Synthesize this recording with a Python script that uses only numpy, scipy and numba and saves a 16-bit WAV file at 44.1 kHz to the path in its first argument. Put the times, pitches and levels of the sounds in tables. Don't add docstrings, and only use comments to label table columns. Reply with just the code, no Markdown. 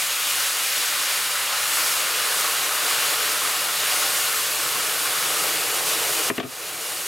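import sys
import numpy as np
from scipy import signal
from scipy.fft import rfft, irfft
from scipy.io import wavfile
from scipy.ndimage import uniform_filter1d, minimum_filter1d
from numba import njit

SR = 44100
rng = np.random.default_rng(int(sys.argv[2]) if len(sys.argv) > 2 else 0)


def master_out(mix):
    frames = np.transpose(np.atleast_2d(mix))
    ceiling = np.clip(frames, -1, 1)
    pcm = np.round(ceiling * 32767).astype(np.int16)
    wavfile.write(sys.argv[1], SR, pcm)


N = 311784

# time_s, level_db, treble_tilt_db
BOIL_COURSE = [(0, -22.5, 1), (.15, -24, -.5), (.36, -22, -0.5), (.5, -23, .3), (.62, -23.5, -.3),
               (.72, -22.5, .6), (.95, -23.1, -1.2), (1.12, -22.5, -1.2), (1.48, -24.5, -2), (1.84, -21, 1),
               (2.05, -23.5, -1.5), (2.37, -21.9, 0), (2.68, -24, -0.5), (2.98, -20.8, -1.5),
               (3.15, -22.5, -.5), (3.68, -23.5, -0.5), (3.95, -21, -0.5), (4.27, -22, 1), (4.42, -23, 1),
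               (4.7, -23.7, .2), (5.15, -23, -.2), (5.5, -22.5, 0.5), (5.65, -24, -0.7), (5.85, -22.6, 0),
               (6.6, -23, 0), (7.07, -22.5, 2)]
# time_s, depth (0-1)
POOL_DEPTH = [(0, .05), (1.3, .2), (2.6, .62), (4.3, 0.49), (6, .97), (7.07, 0.92)]
# time_s, lift_db
RUMBLE_LIFT = [(0, .3), (2, -1), (2.6, -2.5), (4.8, 2.5), (6.1, -1), (6.6, 5), (7.07, -1)]
# (per Hz, relative)
SHALLOW_COLOUR = [(18, -70), (30, -39), (134, -19.5), (266, -27.5), (311, -15.5), (364, -32.5), (394, -19),
                  (584, -10), (684, -16.5), (740, -13), (1350, -4.5), (2830, -3), (11700, -7.5),
                  (16000, -15.5)]
# (per Hz, relative)
DEEP_COLOUR = [(18, -63), (30, -26), (149, -12), (259, -18), (303, -9.5), (426, -2.5), (780, -7.5),
               (1250, -5.5), (1350, -6), (2350, -4.5), (5590, -7), (9460, -7), (13700, -9.5),
               (16000, -19.5)]
# pitch_hz, width_hz, lift_db
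PAN_RINGS = [(50, 13, 2), (77.5, 30, -7), (103, 14, -1.5), (188, 30, 0.5), (211, 16, -5.5), (286, 17, -4.5),
             (314, 30, 5.5), (378, 20, -2), (439, 21, 4), (503, 14, 2.5), (608, 38, 4.5), (674, 24, -2),
             (732.4, 17, 7.5), (743, 10, 0), (789, 16, 6), (820, 12, -5), (850, 21, 4.5), (1082, 29, 2),
             (1289, 42, 4), (1334, 25, -2), (1428, 33, 3), (1660, 47, -3.5), (1805, 55, 0),
             (2870, 180, 1.5), (4950, 220, 0), (5700, 560, -1), (9330, 330, 1.5)]
# pitch_hz, likeness (0-1)
STEREO_LIKENESS = [(60, 0.76), (130, 0.85), (210, .7), (330, 0.86), (640, 0.93), (1200, 0.95), (1800, .91),
                   (3100, 0.91), (4800, .95), (6200, 1), (15000, 1)]
# pitch_hz, left_minus_right_db
STEREO_LEAN = [(60, 1), (110, 5), (200, 1.5), (380, -1.5), (700, -0.5), (1290, -0.5), (2380, 1.0),
               (4400, 0.5), (6200, 0), (15000, 0)]
# pitch_hz, lead_rad
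STEREO_LEAD = [(0, 0), (260, -0.38), (860, 0.0), (1380, 0.16), (2760, 0.08), (6200, 0), (16100, 0)]
# time_s, level_db
BUBBLE_LEVEL = [(0, -44), (.8, -41.5), (1.8, -33), (2.8, -32), (3.7, -35.3), (4.6, -36), (5.2, -33.5),
                (6, -40.5), (7.07, -37)]
# start_s, blow_db, most_struck_hz, click_db, click_top_hz, left_minus_right_db
KETTLE_KNOCKS = [(6.3002, 1, 330, -8, 2590, 3), (6.380, 4.5, 270, -6.5, 3000, 2),
                 (6.3992, 4, 684, -2, 3700, 4), (6.429, 0, 200, -9, 3500, 1),
                 (6.437, -4, 180, -20, 3000, 4), (6.449, -6.5, 330, -28, 2000, 1)]
# pitch_hz, level_db, t60_s
WORKTOP_MODES = [(126, -8.5, 0.12), (180, -9, .1), (280, 0, 0.058), (330, -1, 0.068), (401, -0.5, 0.061),
                 (532, -2.5, 0.042), (685, -1.5, 0.044), (900, -9, .02), (1218, 1, 0.037), (1810, 1, 0.02)]
EDGE_HZ = 15950
SIDES = np.array([[1], [-1]])


def gain_of(db):
    return 10 ** (np.asarray(db) / 20)


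def evened(x):
    return x / np.sqrt(np.mean(x ** 2) + 1e-20)


def read(points, hz):
    f, value = np.transpose(points)
    return np.interp(np.log(hz + 1), np.log(f + 1), value)


def follow(rows, t):
    s, *columns = np.transpose(rows)
    return [np.interp(t, s, column) for column in columns]


def drift(t, low_hz, high_hz):
    rates_hz = np.geomspace(low_hz, high_hz, num=30)
    return evened(sum(np.sin(2 * np.pi * (f * t + rng.random())) / np.sqrt(f) for f in rates_hz))


def boil_colour(t, hz):
    depth = np.clip(follow(POOL_DEPTH, t)[0], -.3, 1.3)
    colour_db = read(SHALLOW_COLOUR, hz)[:, None] * (1 - depth) + read(DEEP_COLOUR, hz)[:, None] * depth
    treble_tilt = np.clip(np.log2(hz / 4500 + 1e-3), -.5, .5)[:, None]
    colour_db += follow(BOIL_COURSE, t)[1] * treble_tilt
    colour_db += follow(RUMBLE_LIFT, t)[0] / (1 + (hz / 330) ** 4)[:, None]
    colour = gain_of(colour_db)
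    return colour / np.sqrt((colour ** 2).mean(0))


def boil(patch_db=0.61, surge_db=0.3):
    frames, hz = N // 512 + 5, np.fft.rfftfreq(2048, 1 / SR)
    colour = boil_colour(np.arange(frames) * 512 / SR, hz)
    a, b, c, d, patches, surges = rng.standard_normal((frames, 1025, 6)).T

    patches = uniform_filter1d(patches, size=24, axis=0)
    patches = evened(uniform_filter1d(patches, size=6, axis=1))
    surges = uniform_filter1d(surges, size=300, axis=0)
    surges = evened(uniform_filter1d(surges, size=8, axis=1))
    flicker = gain_of(patch_db * patches + surge_db * surges)

    same = np.clip(read(STEREO_LIKENESS, hz), -1, 1)[:, None]
    left = a + 1j * b
    right = same * left + np.sqrt(1 - same ** 2) * (c + 1j * d)
    half_lean = gain_of(read(STEREO_LEAN, hz) / 2)
    balance = (half_lean * np.exp(.5j * read(STEREO_LEAD, hz)))[:, None]
    spectra = np.array([left * balance, right / balance]) * colour * flicker

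    roar = signal.istft(spectra, nperseg=2048, noverlap=1536)[1][:, :N]
    t = np.arange(0, N + 64, 64) / SR
    level_db = follow(BOIL_COURSE, t)[0] + 0.31 * drift(t, 4., 30.)
    return evened(pan(roar)) * gain_of(np.interp(np.arange(N) / SR, t, level_db))


def pan(x, ripple_db=1.1):
    hz = np.fft.rfftfreq(N, 1 / SR)
    rings_db = sum(db / (1 + (2 * (hz - f) / width) ** 2) for f, width, db in PAN_RINGS)
    ripple = uniform_filter1d(rng.standard_normal(len(hz)), size=300)
    ripple = evened(uniform_filter1d(ripple, size=300))
    treble = np.clip(hz / 1500 - 1, 0, 1)
    return irfft(rfft(x) * gain_of(rings_db + ripple_db * ripple * treble), N)


def bubbles(per_s=900., low_hz=1046.0, high_hz=1750.0, cycles=12.6, spread_db=2.0, tilt_db=2.0):
    bursts = rng.random(N) < per_s / SR
    strength = gain_of(spread_db * np.minimum(rng.exponential(1, N), 5)) * bursts
    kind = rng.integers(0, 24, N)
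    t, out = np.arange(2000) / SR, np.zeros((2, N))
    for k, hz in enumerate(np.geomspace(low_hz, high_hz, num=24)):
        turns = hz * t
        rising = np.sin(2 * np.pi * turns * (1 + 0.0019 * turns))
        ring = rising * (1 - np.exp(-turns)) * np.exp(-3 * turns / cycles)
        ring *= gain_of(tilt_db * np.log2(hz / low_hz))
        pops = signal.oaconvolve(strength * (kind == k), ring)[:N]
        out += pops * gain_of(1.8 * rng.uniform(-0.96, 1) * SIDES)
    t = np.arange(0, N + 256, 256) / SR
    level_db = follow(BUBBLE_LEVEL, t)[0] + 1.24 * drift(t, 2.5, 25.)
    return evened(pan(out)) * gain_of(np.interp(np.arange(N) / SR, t, level_db))


def knocks(click_low_hz=900., click_s=0.0071, reach_db=-6.0):
    out, t = np.zeros((2, N + 8000)), np.arange(8000) / SR
    hz, mode_db, t60 = np.transpose(WORKTOP_MODES)[:, :, None]
    chatter = rng.standard_normal((len(KETTLE_KNOCKS), 8000))
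    detune = rng.uniform(0.934, 1.03, (len(KETTLE_KNOCKS), len(WORKTOP_MODES), 1))
    for row, noise, shift in zip(KETTLE_KNOCKS, chatter, detune):
        start_s, blow_db, struck_hz, click_db, top_hz, lean_db = row
        swell = (1 - np.exp(-t * hz / 0.96)) ** 2
        share_db = mode_db + reach_db * abs(np.log2(hz / struck_hz))
        modes = gain_of(share_db - 60 * t / t60) * swell * np.sin(2 * np.pi * hz * shift * t)
        band = signal.butter(3, [click_low_hz, top_hz], "band", fs=SR, output="sos")
        click = evened(signal.sosfilt(band, noise))
        click *= (1 - np.exp(-t / 0.00058)) * np.exp(-t / click_s)
        blow = gain_of(blow_db) * modes.sum(0) + gain_of(click_db) * click
        at = round(start_s * SR)
        out[:, at:at + 8000] += blow * gain_of(lean_db / 2 * SIDES)
    return out[:, :N]


def kitchen(x, t60=0.16, wet_db=-12.0):
    taps = np.zeros((2, 16000))
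    at = np.arange(160, 15960, 20) + rng.integers(0, 20, (2, 790))
    np.put_along_axis(taps, at, rng.choice([-1., 1.], at.shape), 1)
    taps *= gain_of(-60 * np.arange(16000) / SR / t60)
    taps = signal.lfilter([.4], [1, -.6], taps)
    taps /= np.linalg.norm(taps[0])
    return gain_of(wet_db) * signal.fftconvolve(x, taps, axes=1)[:, :N]


def scene():
    kettle = knocks()
    return boil() + bubbles() + kettle + kitchen(kettle)


@njit
def chase(over_db, fall, recover):
    out, now = np.zeros(len(over_db)), 0.
    for i in range(len(over_db)):
        now += (fall if over_db[i] > now else recover) * (over_db[i] - now)
        out[i] = now
    return out


def record(dry):
    bass_cut = signal.butter(2, 45., "high", fs=SR, output="sos")
    heard = signal.sosfilt(bass_cut, dry)
    power = uniform_filter1d((heard ** 2).mean(0), size=400)
    power_db = 10 * np.log10(abs(power) + 1e-12)
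    over_db = np.maximum(np.roll(power_db, -70) + 20.0, 0)
    over_db = -minimum_filter1d(-over_db, size=801, origin=400)
    slow_db = 0.68 * chase(over_db, 1 / (0.02 * SR), 1 / (.9 * SR))
    left_over_db = np.maximum(over_db - 0.52 * slow_db, 0)
    quick_db = 1.03 * chase(left_over_db, 1 / (.0035 * SR), 1 / (.045 * SR))
    ducked = heard / gain_of(quick_db + slow_db)
    band_limit = signal.firwin(511, EDGE_HZ, window=("kaiser", 9), fs=SR)
    return signal.oaconvolve(ducked, band_limit[None], "same")


dry = scene()
out = record(dry)
master_out(out)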